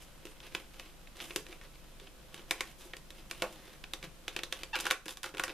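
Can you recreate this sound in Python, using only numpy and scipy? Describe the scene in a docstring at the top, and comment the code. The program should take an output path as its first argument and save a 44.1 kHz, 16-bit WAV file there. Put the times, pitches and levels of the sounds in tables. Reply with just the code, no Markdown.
"""In a small room, a stiff card box is held close to a pair of microphones while long nails tap it and pick at its flap.
Each contact is a noise burst through card and wall resonances, with a thump from decaying modes of the hollow box.
Rubbing skin is noise with tiny catches; the flap pops loose, and uneven pulses make it creak as it is prised open.
A gain control turns loud snaps down and recovers slowly; steady noise and a low wavering hum lie beneath."""
import sys
import numpy as np
from scipy import signal
from scipy.fft import rfft, irfft, next_fast_len
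from scipy.io import wavfile
from scipy.ndimage import uniform_filter1d, minimum_filter1d

SR = 44100
rng = np.random.default_rng(int(sys.argv[2]) if len(sys.argv) > 2 else 0)


def put_to_file(sound):
    """Save the sound as 16-bit audio at rate SR, in the file named by the first command-line argument."""
    columns = np.atleast_2d(sound).T  # one column per channel
    safe = np.clip(columns, -1, 1)
    whole_steps = np.round(safe * 32767)
    wavfile.write(sys.argv[1], SR, whole_steps.astype(np.int16))


N = 243873
T = np.arange(N) / SR  # time [s]

# nail taps and snaps of the card: (time [s], strength [dB], ring [Hz],
# hollow thump re strength [dB], sharp edge re strength [dB])
TAPS = [(0.2533, -47.5, 2820, 5, -4), (0.269, -50.5, 2660, -8, -12), (0.4023, -49, 3250, -26, -12),
        (.5490, -30, 2730, -11, -11.5), (0.7965, -42, 2780, -14, -8), (1.072, -51.5, 2380, -24, -21),
        (1.202, -40, 2800, -28, -16), (1.2086, -43.5, 3100, -18, -19), (1.306, -40.5, 2700, -5.5, -28),
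        (1.3604, -31.5, 3000, -1, -0.5), (1.4655, -47.5, 2480, -9, -10), (1.526, -46, 2320, -8, -21),
        (1.6125, -50.5, 1830, -13, -16), (1.9984, -51, 3320, -8, -9), (2.0704, -51, 3000, -16, -29),
        (2.3428, -44, 2860, -7.5, -5.5), (2.393, -51.5, 2880, 1.5, -19), (2.509, -24.5, 2230, -15, -6.5),
        (2.6067, -29, 2090, -13, -8.5), (2.9344, -39, 1930, -12, -23), (2.967, -49, 2940, -2.5, 0),
        (3.1043, -47, 3700, -8, -5), (3.3112, -36, 2650, -11.5, -5.5), (3.421, -28.5, 2690, -4.5, -8),
        (3.8389, -41.5, 2840, -12, -15.5), (3.9349, -33, 3650, -13, -7), (4.0272, -43.5, 2270, -11, -10),
        (4.0407, -45, 2500, -5, -10), (4.28, -33, 2970, -13.5, -10.5), (4.3636, -31.5, 2800, -8.5, -11.5),
        (4.3902, -37, 2680, -8.5, -14), (4.4337, -33.5, 3780, -13, -8.5), (4.5248, -31, 3380, -14.5, -8.5),
        (4.6331, -37.5, 2850, -10.5, -7), (4.7549, -31, 2610, -25, -11.5), (4.763, -35, 2490, -9, -9),
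        (4.7882, -38, 2950, -6.5, -8), (4.8005, -37.5, 3440, -20, -1.5), (4.8065, -44, 3480, -12, 7.5),
        (4.8543, -35.5, 1550, -5.5, -5), (4.8660, -31.5, 1500, -20.5, -7.5), (4.8718, -45, 1690, -3, -2),
        (4.9034, -33.5, 3540, -34, -12), (4.9093, -16.5, 2260, -26, -9), (4.9186, -31.5, 3300, -5.5, -1.5),
        (5.0568, -43.5, 2725, -22, 0), (5.0616, -41.5, 1700, 3, -6), (5.081, -35, 3520, -30, -5),
        (5.0914, -37.5, 3460, -19, -6), (5.107, -42, 3460, -30, -2), (5.171, -42, 3520, -20, -2.5),
        (5.2316, -37, 3420, -32, 0), (5.2415, -33.5, 1560, -17, -8), (5.34, -45.5, 1600, 3, -16),
        (5.3473, -43, 1800, 2, -12), (5.3703, -39, 2500, -10, -10), (5.381, -39, 3000, -11, -8),
        (5.396, -26.5, 1470, -12.5, -10.5), (5.4369, -29, 1730, -30, -4.5), (5.4797, -37.5, 1700, -10, -15),
        (5.4938, -41, 2400, -14, -19), (5.5002, -42.5, 2320, -6, -18)]
# soft finger pads landing on the box: (time [s], relative level [dB], pitch [Hz])
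PADS = [(0.244, -64, 356), (0.549, -54, 197), (1.492, -47, 367), (2.015, -49, 397), (2.487, -63, 334),
        (2.854, -48, 357), (3.424, -46.5, 257), (4.034, -47, 160), (4.07, -44.5, 151.5), (5.058, -51, 360)]
# a finger rubs along the card: (time [s], length [s], relative level [dB],
# hiss re that level [dB], pitch of the card under the finger [Hz])
RUBS = [(0, 0.033, -57.5, 2, 2980), (0.252, 0.067, -60, -0.5, 2700), (0.423, 0.054, -51.5, -11, 2600),
        (0.512, 0.098, -54.5, -9, 2300), (0.735, 0.16, -58.5, -10, 2660), (1.152, 0.048, -49, -10.5, 1550),
        (1.207, 0.048, -48, -2, 3000), (1.267, 0.14, -55.5, 0.5, 2630), (1.481, 0.067, -54.5, -10, 2400),
        (1.615, 0.04, -57, -11, 1900), (1.744, 0.016, -60, -15, 2570), (2.001, 0.061, -61.5, -21, 2960),
        (2.321, 0.086, -57, -8, 2970), (2.481, .03, -57, -7, 2600), (2.547, 0.17, -55.5, -7, 2600),
        (2.78, 0.092, -57, 0.5, 3540), (3.146, 0.052, -57.5, -8, 2800), (3.293, 0.25, -54, -6, 2820),
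        (3.554, 0.21, -56.5, -10, 1880), (4.028, .03, -48.5, -18, 2260), (4.316, .05, -57, -12, 2800),
        (4.508, .11, -53, -8, 2750), (4.753, 0.094, -44, -11, 2580), (4.86, 0.054, -46, -9, 1500),
        (5.077, .05, -47.5, 1, 3400), (5.244, 0.039, -39, -13, 1490), (5.383, 0.13, -46, -15.5, 1540)]
# the flap springs loose and slaps back: (time [s], level [dB])
FLAP_POPS = [(3.423, -31.5), (3.4387, -35)]
# the tight flap sticks and slips: (time [s], time until it gives [s], initial slip rate [Hz], level [dB])
CREAKS = [(4.729, .024, 904.5, -34), (4.8474, .021, 478, -36)]
# modes of the hollow box: (frequency [Hz], relative level [dB], t60 [s])
BOX_MODES = [(223, -16, 0.13), (276, -39, 0.02), (357, 14.5, 0.059), (421.9, 9, 0.11), (518, -6.5, 0.21)]
# modes of the flap: (frequency [Hz], relative level [dB], t60 [s])
FLAP_MODES = [(172, -30, .25), (206, -6, 0.45), (355, -11, 0.25), (473, -19, 0.049), (520, 2, 0.12),
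              (573, -1, 0.061), (612, 9.5, 0.17), (680, 8, 0.074), (835, -7, 0.11), (930, -4, 0.15),
              (1137, 2, 0.048), (1430, -10, .1)]
# bending resonances of the walls: (frequency [Hz], width [Hz], relative level [dB])
WALL_MODES = [(528, 59, -1.5), (750, 66, 0.5), (937, 180, -1.5), (1130, 176, 1.5), (1271, 130, -1),
              (1497, 160, 0.5)]
# stiff ripples of the card near its folds: (frequency [Hz], width [Hz], relative level [dB])
FOLD_MODES = [(2327, 100, -0.5), (2595, 73, 3), (2820, 27, -6), (3420, 82, -8.5), (4016, 55, 2)]
# resonances of the lifted flap: (frequency [Hz], width [Hz], relative level [dB])
LIFTED_MODES = [(875, 400, -9.5), (1430, 130, 3), (1630, 160, 1.5), (2680, 200, -0.5), (3020, 590, -6.5)]
# spectrum of the cracking card: (frequency [Hz], relative level [dB])
CARD_SPECTRUM = [(700, -11.5), (1300, 1.5), (1800, 6), (2600, 2.5), (3700, 5), (4600, -3.5), (6000, -4),
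                 (14000, -39.5)]
# spectrum of the sharp nail edge: (frequency [Hz], relative level [dB])
EDGE_SPECTRUM = [(2500, -66), (4500, 2.5), (5500, 1), (7500, -1.5), (9000, -2.5), (10500, -3),
                 (14000, -9.5)]
# spectrum of sliding skin: (frequency [Hz], relative level [dB])
SKIN_SPECTRUM = [(300, -39), (700, -1), (1100, -8), (1600, -0.5), (2200, -1), (3000, 5), (4000, 2.5),
                 (5500, 0), (8000, -9), (14000, -49)]
# spectrum of the rubbing hiss: (frequency [Hz], relative level [dB])
HISS_SPECTRUM = [(2500, -6.5), (5000, 8.5), (7000, 6), (11000, 2), (14000, -2.5)]
# spectrum of the room's reflections: (frequency [Hz], relative level [dB])
ROOM_SPECTRUM = [(100, -14.5), (350, 3.5), (800, 1.5), (1500, -1.5), (3000, -6.5), (6000, -1.5),
                 (14000, -3)]
# spectrum of the steady background noise: (frequency [Hz], relative level [dB])
FLOOR_SPECTRUM = [(20, -4), (36, -8.5), (70, -11.5), (110, -16), (148, -9.5), (190, -13.5), (270, -17),
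                  (350, -24), (430, -21.5), (520, -17.5), (700, -24.5), (1000, -25.5), (1300, -27),
                  (2200, -27.5), (3000, -28), (4600, -31), (14000, -36)]
# low hum: (frequency [Hz], rms level [dB])
HUM = [(26.2, -58.5), (50, -65.5)]

LIFTED_S = 4.7  # from this time the flap stands free
# wall flex re strength; a lower ring comes from further inside a wall and bends it more
FLEX_SHUT_DB, FLEX_LIFTED_DB, FLEX_DB_PER_OCTAVE, FLEX_REF_HZ = -9.5, -6, -2, 2700
# the card's second bending mode: ratio to the ring pitch, level, t60 as the finger damps it
OVERTONE_RATIO, OVERTONE_DB, OVERTONE_T60_S = 1.584, -2.5, 0.051
# a glancing nail has less edge, stays longer on the card and rings it more purely:
# edge of a square hit, and the fall of edge that doubles both
SQUARE_EDGE_DB, GLANCE_DB = -10.5, 11
TICK_DB, TICK_SCATTER_DB = -6.5, 0.5  # faint nail tick in each rub: level re the rub, scatter
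RUB_ATTACK_S, RUB_RELEASE_S = 0.0085, 0.013  # linear rise; time constant of the fade
RUB_RING_SHARE, RUB_RING_WIDTH_HZ = 0.44, 730  # the card's ring under the rubbing finger
HOLD_DB, HOLD_HISS_DB = -65, -5.5  # the holding hand never rests: relative level; its hiss re that level
RUB_DRUM_DB, HOLD_DRUM_DB = -7.5, -1.5  # drumming of the box re the friction
CREAK_ATTACK_S, CREAK_RELEASE_S = .007, 0.012  # time constants
CREAK_SAG = 0.39  # share of the slip rate that is lost as the flap gives
CREAK_TOP_HZ = 4200  # the rounded slips carry little above this
LIMIT_DB, TOP_HZ = -11.5, 14250  # gain control threshold; upper band limit


def taps():
    """Impact excitation: clear taps and snaps, and a faint nail tick somewhere in each rub."""
    out = np.zeros(N)
    for s, db, ring_hz, thump_db, edge_db in TAPS:
        add(out, s, undb(db) * contact(s, ring_hz, thump_db, edge_db))
    for start, length, db, _, ring_hz in RUBS:
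        s = start + length * rng.random()
        tick_db = db + TICK_DB + TICK_SCATTER_DB * rng.standard_normal()
        add(out, s, undb(tick_db) * contact(s, ring_hz, thump_db=-16, edge_db=1))
    return out


def contact(s, ring_hz, thump_db, edge_db, flap_share=0.44):
    """Superposition: a contact rings the card near the nail, flexes the walls and thumps the air inside."""
    glance = 2 ** (max(SQUARE_EDGE_DB - edge_db, 0) / GLANCE_DB)
    burst = crack(t60=0.0089 * glance, linger_db=-30.0, linger_t60=.15, rise_s=0.00085)
    card = folds(colour(burst, CARD_SPECTRUM))
    overtone = resonate(card, ring_hz * OVERTONE_RATIO, width_hz=270)
    overtone = overtone * undb(-60 * T[:len(card)] / OVERTONE_T60_S)
    card = 0.57 / glance * card + resonate(card, ring_hz, width_hz=730) + undb(OVERTONE_DB) * overtone

    flex = walls(crack(t60=0.0055, linger_db=-25, linger_t60=0.094, rise_s=0.00051))
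    flex_db = FLEX_SHUT_DB
    if s > LIFTED_S:  # the free flap rings along
        card = card + 0.53 * lifted(card)
        flex = flex + flap_share * lifted(flex)
        flex_db = FLEX_LIFTED_DB
    flex_db = flex_db + FLEX_DB_PER_OCTAVE * np.log2(ring_hz / FLEX_REF_HZ)

    edge = colour(crack(t60=0.0054, linger_db=-24, linger_t60=0.084, rise_s=0.00054), EDGE_SPECTRUM)
    thump = ring(BOX_MODES, scatter=0.022)
    return blow(card) + undb(flex_db) * blow(flex) + undb(edge_db) * blow(edge) + undb(thump_db) * thump


def crack(t60, linger_db, linger_t60, rise_s):
    """Scattering of bending waves in the card: a dense burst with a weaker shiver that outlasts it."""
    t = T[:SR // 4]
    decay = undb(-60 * t / t60) + undb(linger_db - 60 * t / linger_t60)
    envelope = (1 - np.exp(-t / rise_s)) * decay
    return even(rng.choice([-1, 1], len(t)) * envelope)


def folds(x, share=0.72):
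    """Local resonance: the folds add narrow rings to a sound that passes through the card."""
    return x + share * sum(undb(db) * resonate(x, hz, width) for hz, width, db in FOLD_MODES)


def walls(x):
    """Plate resonance: bending modes of the card walls, with alternating sign."""
    return sum((-1) ** k * undb(db) * resonate(x, hz, width) for k, (hz, width, db) in enumerate(WALL_MODES))


def lifted(x):
    """Resonance of a free plate: the flap once it stands open."""
    return sum(undb(db) * resonate(x, hz, width) for hz, width, db in LIFTED_MODES)


def ring(modes, scatter):
    """Modal decay: fading sines; the grip shifts their pitch a little at every blow."""
    t = T[:SR // 4]
    out = np.zeros(len(t))
    for hz, db, t60 in modes:
        shifted_hz = hz * (1 + scatter * rng.standard_normal())
        out += undb(db - 60 * t / t60) * np.sin(2 * np.pi * shifted_hz * t)
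    return blow(out)


def flap():
    """Sudden release and stick-slip: the flap pops loose, then creaks as it is prised open."""
    out = np.zeros(N)
    for s, pop_db in FLAP_POPS:
        clatter = blow(walls(crack(t60=0.031, linger_db=-9, linger_t60=0.13, rise_s=0.001)))
        add(out, s, undb(pop_db) * (ring(FLAP_MODES, scatter=0.0061) + 0.64 * clatter))
    for s, gives_s, slip_hz, db in CREAKS:
        add(out, s, undb(db) * creak(gives_s, slip_hz))
    return out


def creak(gives_s, slip_hz):
    """Stick-slip: slips of card on card ring the flap; they swell, then slow down and fade as it gives."""
    t = T[:SR // 8]
    hz = slip_hz * (1 - CREAK_SAG * (1 - 1 / (1 + (t / gives_s) ** 4.5)))
    envelope = (1 - np.exp(-t / CREAK_ATTACK_S)) * np.exp(-np.maximum(t - gives_s, 0) / CREAK_RELEASE_S)
    jitter = unit(uniform_filter1d(rng.standard_normal(len(t)), size=60))
    # the slower the slips, the less regular they are
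    unevenness = np.clip(.05 + .7 * (1 - hz / 900), 0, .25)
    cycles = np.cumsum(hz * (1 + unevenness * jitter)) / SR
    slips = np.diff(np.floor(cycles), prepend=0)  # one pulse per whole cycle
    slips = slips * undb(2.4 * rng.standard_normal(len(t)))
    slips = signal.sosfilt(signal.butter(2, CREAK_TOP_HZ, fs=SR, output="sos"), slips)
    return envelope * unit(unit(lifted(slips)) + 0.36 * unit(walls(slips)))


def slide():
    """Dry friction: skin makes a smooth hiss with tiny catches, which ring the card and drum on the box."""
    catch_rate_hz, spread_db = 260, 4.5
    struck = (rng.random(N) < catch_rate_hz / SR) * rng.choice([-1, 1], N)
    catches = struck * undb(spread_db * np.minimum(rng.exponential(size=N), 3))
    snag = crack(t60=0.017, linger_db=-33, linger_t60=0.039, rise_s=0.0008)
    catches = unit(signal.fftconvolve(catches, snag)[:N])
    smooth = rng.standard_normal(N)
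    # the finger grips and lets go many times a second
    grip = undb(1.3 * unit(signal.resample(rng.standard_normal(size=360), N)))
    friction = (smooth + catches) * grip

    drum = sum(undb(mode_db) * resonate(friction, hz, width_hz=91) for hz, mode_db, _ in BOX_MODES)
    drum = unit(unit(drum) + 1.01 * unit(walls(friction)))
    hiss = unit(colour(smooth + 0.82 * catches, HISS_SPECTRUM))
    skin = unit(folds(colour(friction, SKIN_SPECTRUM)))

    out = undb(HOLD_DB) * (0.66 * skin + undb(HOLD_HISS_DB) * hiss + undb(HOLD_DRUM_DB) * drum)
    for envelope, (_, _, _, hiss_db, hz) in zip(rubbing(), RUBS):
        card = RUB_RING_SHARE * unit(resonate(friction, hz, RUB_RING_WIDTH_HZ))
        rub = 0.47 * skin + card + undb(hiss_db) * hiss + undb(RUB_DRUM_DB) * drum
        out = out + 0.63 * envelope * rub
    return out


def rubbing():
    """Amplitude envelope of each rub: linear rise, hold and exponential fade."""
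    envelopes = []
    for s, length, db, _, _ in RUBS:
        rise = np.clip((T - s) / RUB_ATTACK_S, 0, 1)
        fade = np.exp(-np.clip(T - s - length, 0, 1) / RUB_RELEASE_S)
        envelopes.append(undb(db) * rise * fade)
    return envelopes


def pads(rise_s=0.0044, t60=0.072):
    """Slow excitation: soft flesh pushes slowly, so only one low mode answers."""
    out, t = np.zeros(N), T[:SR // 4]
    for s, db, hz in PADS:
        envelope = undb(db - 60 * t / t60) * (1 - np.exp(-t / rise_s))
        add(out, s, envelope * 2 * np.sin(2 * np.pi * hz * t))
    return out


def room(x, t60=0.29, tail_db=-11, early_t60=0.13, early_db=-10, delay_s=0.0046, right_db=1.06,
         table_s=0.0059, table_db=-16):
    """Reflection and reverberation: the table top gives one echo while the small room dies away."""
    t = T[:SR // 2]
    fields = []
    for _ in range(2):
        early, tail = (even(rng.standard_normal(len(t)) * undb(-60 * t / decay) * (t > delay_s))
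                       for decay in (early_t60, t60))
        early = undb(early_db) * early / np.linalg.norm(early)
        tail = undb(tail_db) * tail / np.linalg.norm(tail)
        fields.append(colour(early + tail, ROOM_SPECTRUM))
    # short waves leave the box differently towards each port
    near = even(rng.standard_normal(len(t)) * undb(-60 * t / 0.0073) * (t > .0003))
    near = near / np.linalg.norm(near)
    near = signal.sosfilt(signal.butter(2, 5000, "high", fs=SR, output="sos"), near)
    response = diffuse(fields[0], fields[1] + 0.7 * near, wide_hz=4230, bass_width=.07)
    response[:, 0] += 1  # direct sound
    response[:, int(table_s * SR)] += undb(table_db)
    balance = undb(np.array([[-right_db], [right_db]]) / 2)
    return signal.fftconvolve(x[None], response, axes=1)[:, :N] * balance


def diffuse(mid, side, wide_hz, bass_width):
    """Spatial coherence: two close microphone ports hear more alike in the bass than in the treble."""
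    treble = signal.sosfilt(signal.butter(1, wide_hz, "high", fs=SR, output="sos"), side)
    side = bass_width * side + (1 - bass_width) * treble
    return np.array([mid + side, mid - side])


def background(floor_db=-58.0, waver=0.22):
    """Stationary noise and amplitude modulation: room noise and microphone hiss over a wavering low hum."""
    mid, side = (unit(colour(rng.standard_normal(N), FLOOR_SPECTRUM)) for _ in range(2))
    hum = 0
    for hz, db in HUM:
        swell = 1 + waver * unit(signal.resample(rng.standard_normal(size=40), N))
        hum = hum + undb(db) * unit(swell * np.sin(2 * np.pi * (hz * T + rng.random())))
    return undb(floor_db) * diffuse(mid, side, wide_hz=4230, bass_width=0.69) + hum


def undb(db):
    """Logarithmic level: decibels to amplitude gain."""
    return 10 ** (np.asarray(db) / 20)


def unit(x):
    """Power normalisation: scale to rms 1."""
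    return x / np.sqrt(np.mean(x ** 2))


def blow(x):
    """Energy normalisation: scale a short sound to the energy of 5 ms at rms 1."""
    return x / np.sqrt(np.sum(x ** 2) / (.005 * SR))


def add(track, s, sound):
    """Superposition: mix a sound into a track at time s."""
    i = max(int(s * SR), 0)
    track[i:i + len(sound)] += sound[:max(N - i, 0)]


def colour(x, points):
    """Minimum-phase filtering: a causal filter through (frequency [Hz], level [dB]) points."""
    size = next_fast_len(len(x) + 4096, real=True) * 2
    hz, db = np.transpose(points)
    f = np.arange(size // 2 + 1) * SR / size
    cepstrum = irfft(np.log(undb(np.interp(np.log(f + 1), np.log(hz), db))))
    # folding the cepstrum onto positive time makes the filter causal
    cepstrum[1:size // 2] *= 2
    cepstrum[size // 2 + 1:] = 0
    return irfft(rfft(x, size) * np.exp(rfft(cepstrum)))[:len(x)]


def resonate(x, hz, width_hz):
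    """Simple resonance: one band-pass peak with gain 1 at its centre."""
    return signal.lfilter(*signal.iirpeak(hz, hz / width_hz, fs=SR), x)


def even(x, size=288):
    """Spectral whitening: spread a burst's energy evenly over all pitches."""
    spectrum = rfft(x, len(x) * 2)
    power = uniform_filter1d(np.abs(spectrum) ** 2, size=size)
    return irfft(spectrum / np.sqrt(power + 1e-12))[:len(x)]


def scene(bass_cut_hz=140):
    """Radiation efficiency: the box in the room is too small to give off deep bass."""
    box = taps() + flap() + pads() + slide()
    box = signal.sosfilt(signal.butter(2, bass_cut_hz, "high", fs=SR, output="sos"), box)
    return room(box) + background()


def record(dry, recover_db_per_s=9):
    """Peak limiting: gain drops at once on a loud snap and creeps back; the top is cut."""
    peak_db = 20 * np.log10(np.abs(dry).max(axis=0) + 1e-9)
    excess_db = np.maximum(peak_db - LIMIT_DB, 0)
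    # hold the largest excess so far, less its steady recovery
    cut_db = np.maximum.accumulate(excess_db + recover_db_per_s * T) - recover_db_per_s * T
    gain = uniform_filter1d(minimum_filter1d(undb(-cut_db), size=88), size=44)
    return signal.sosfilt(signal.ellip(8, .2, 70, TOP_HZ, fs=SR, output="sos"), dry * gain)


dry = scene()
out = record(dry)
put_to_file(out)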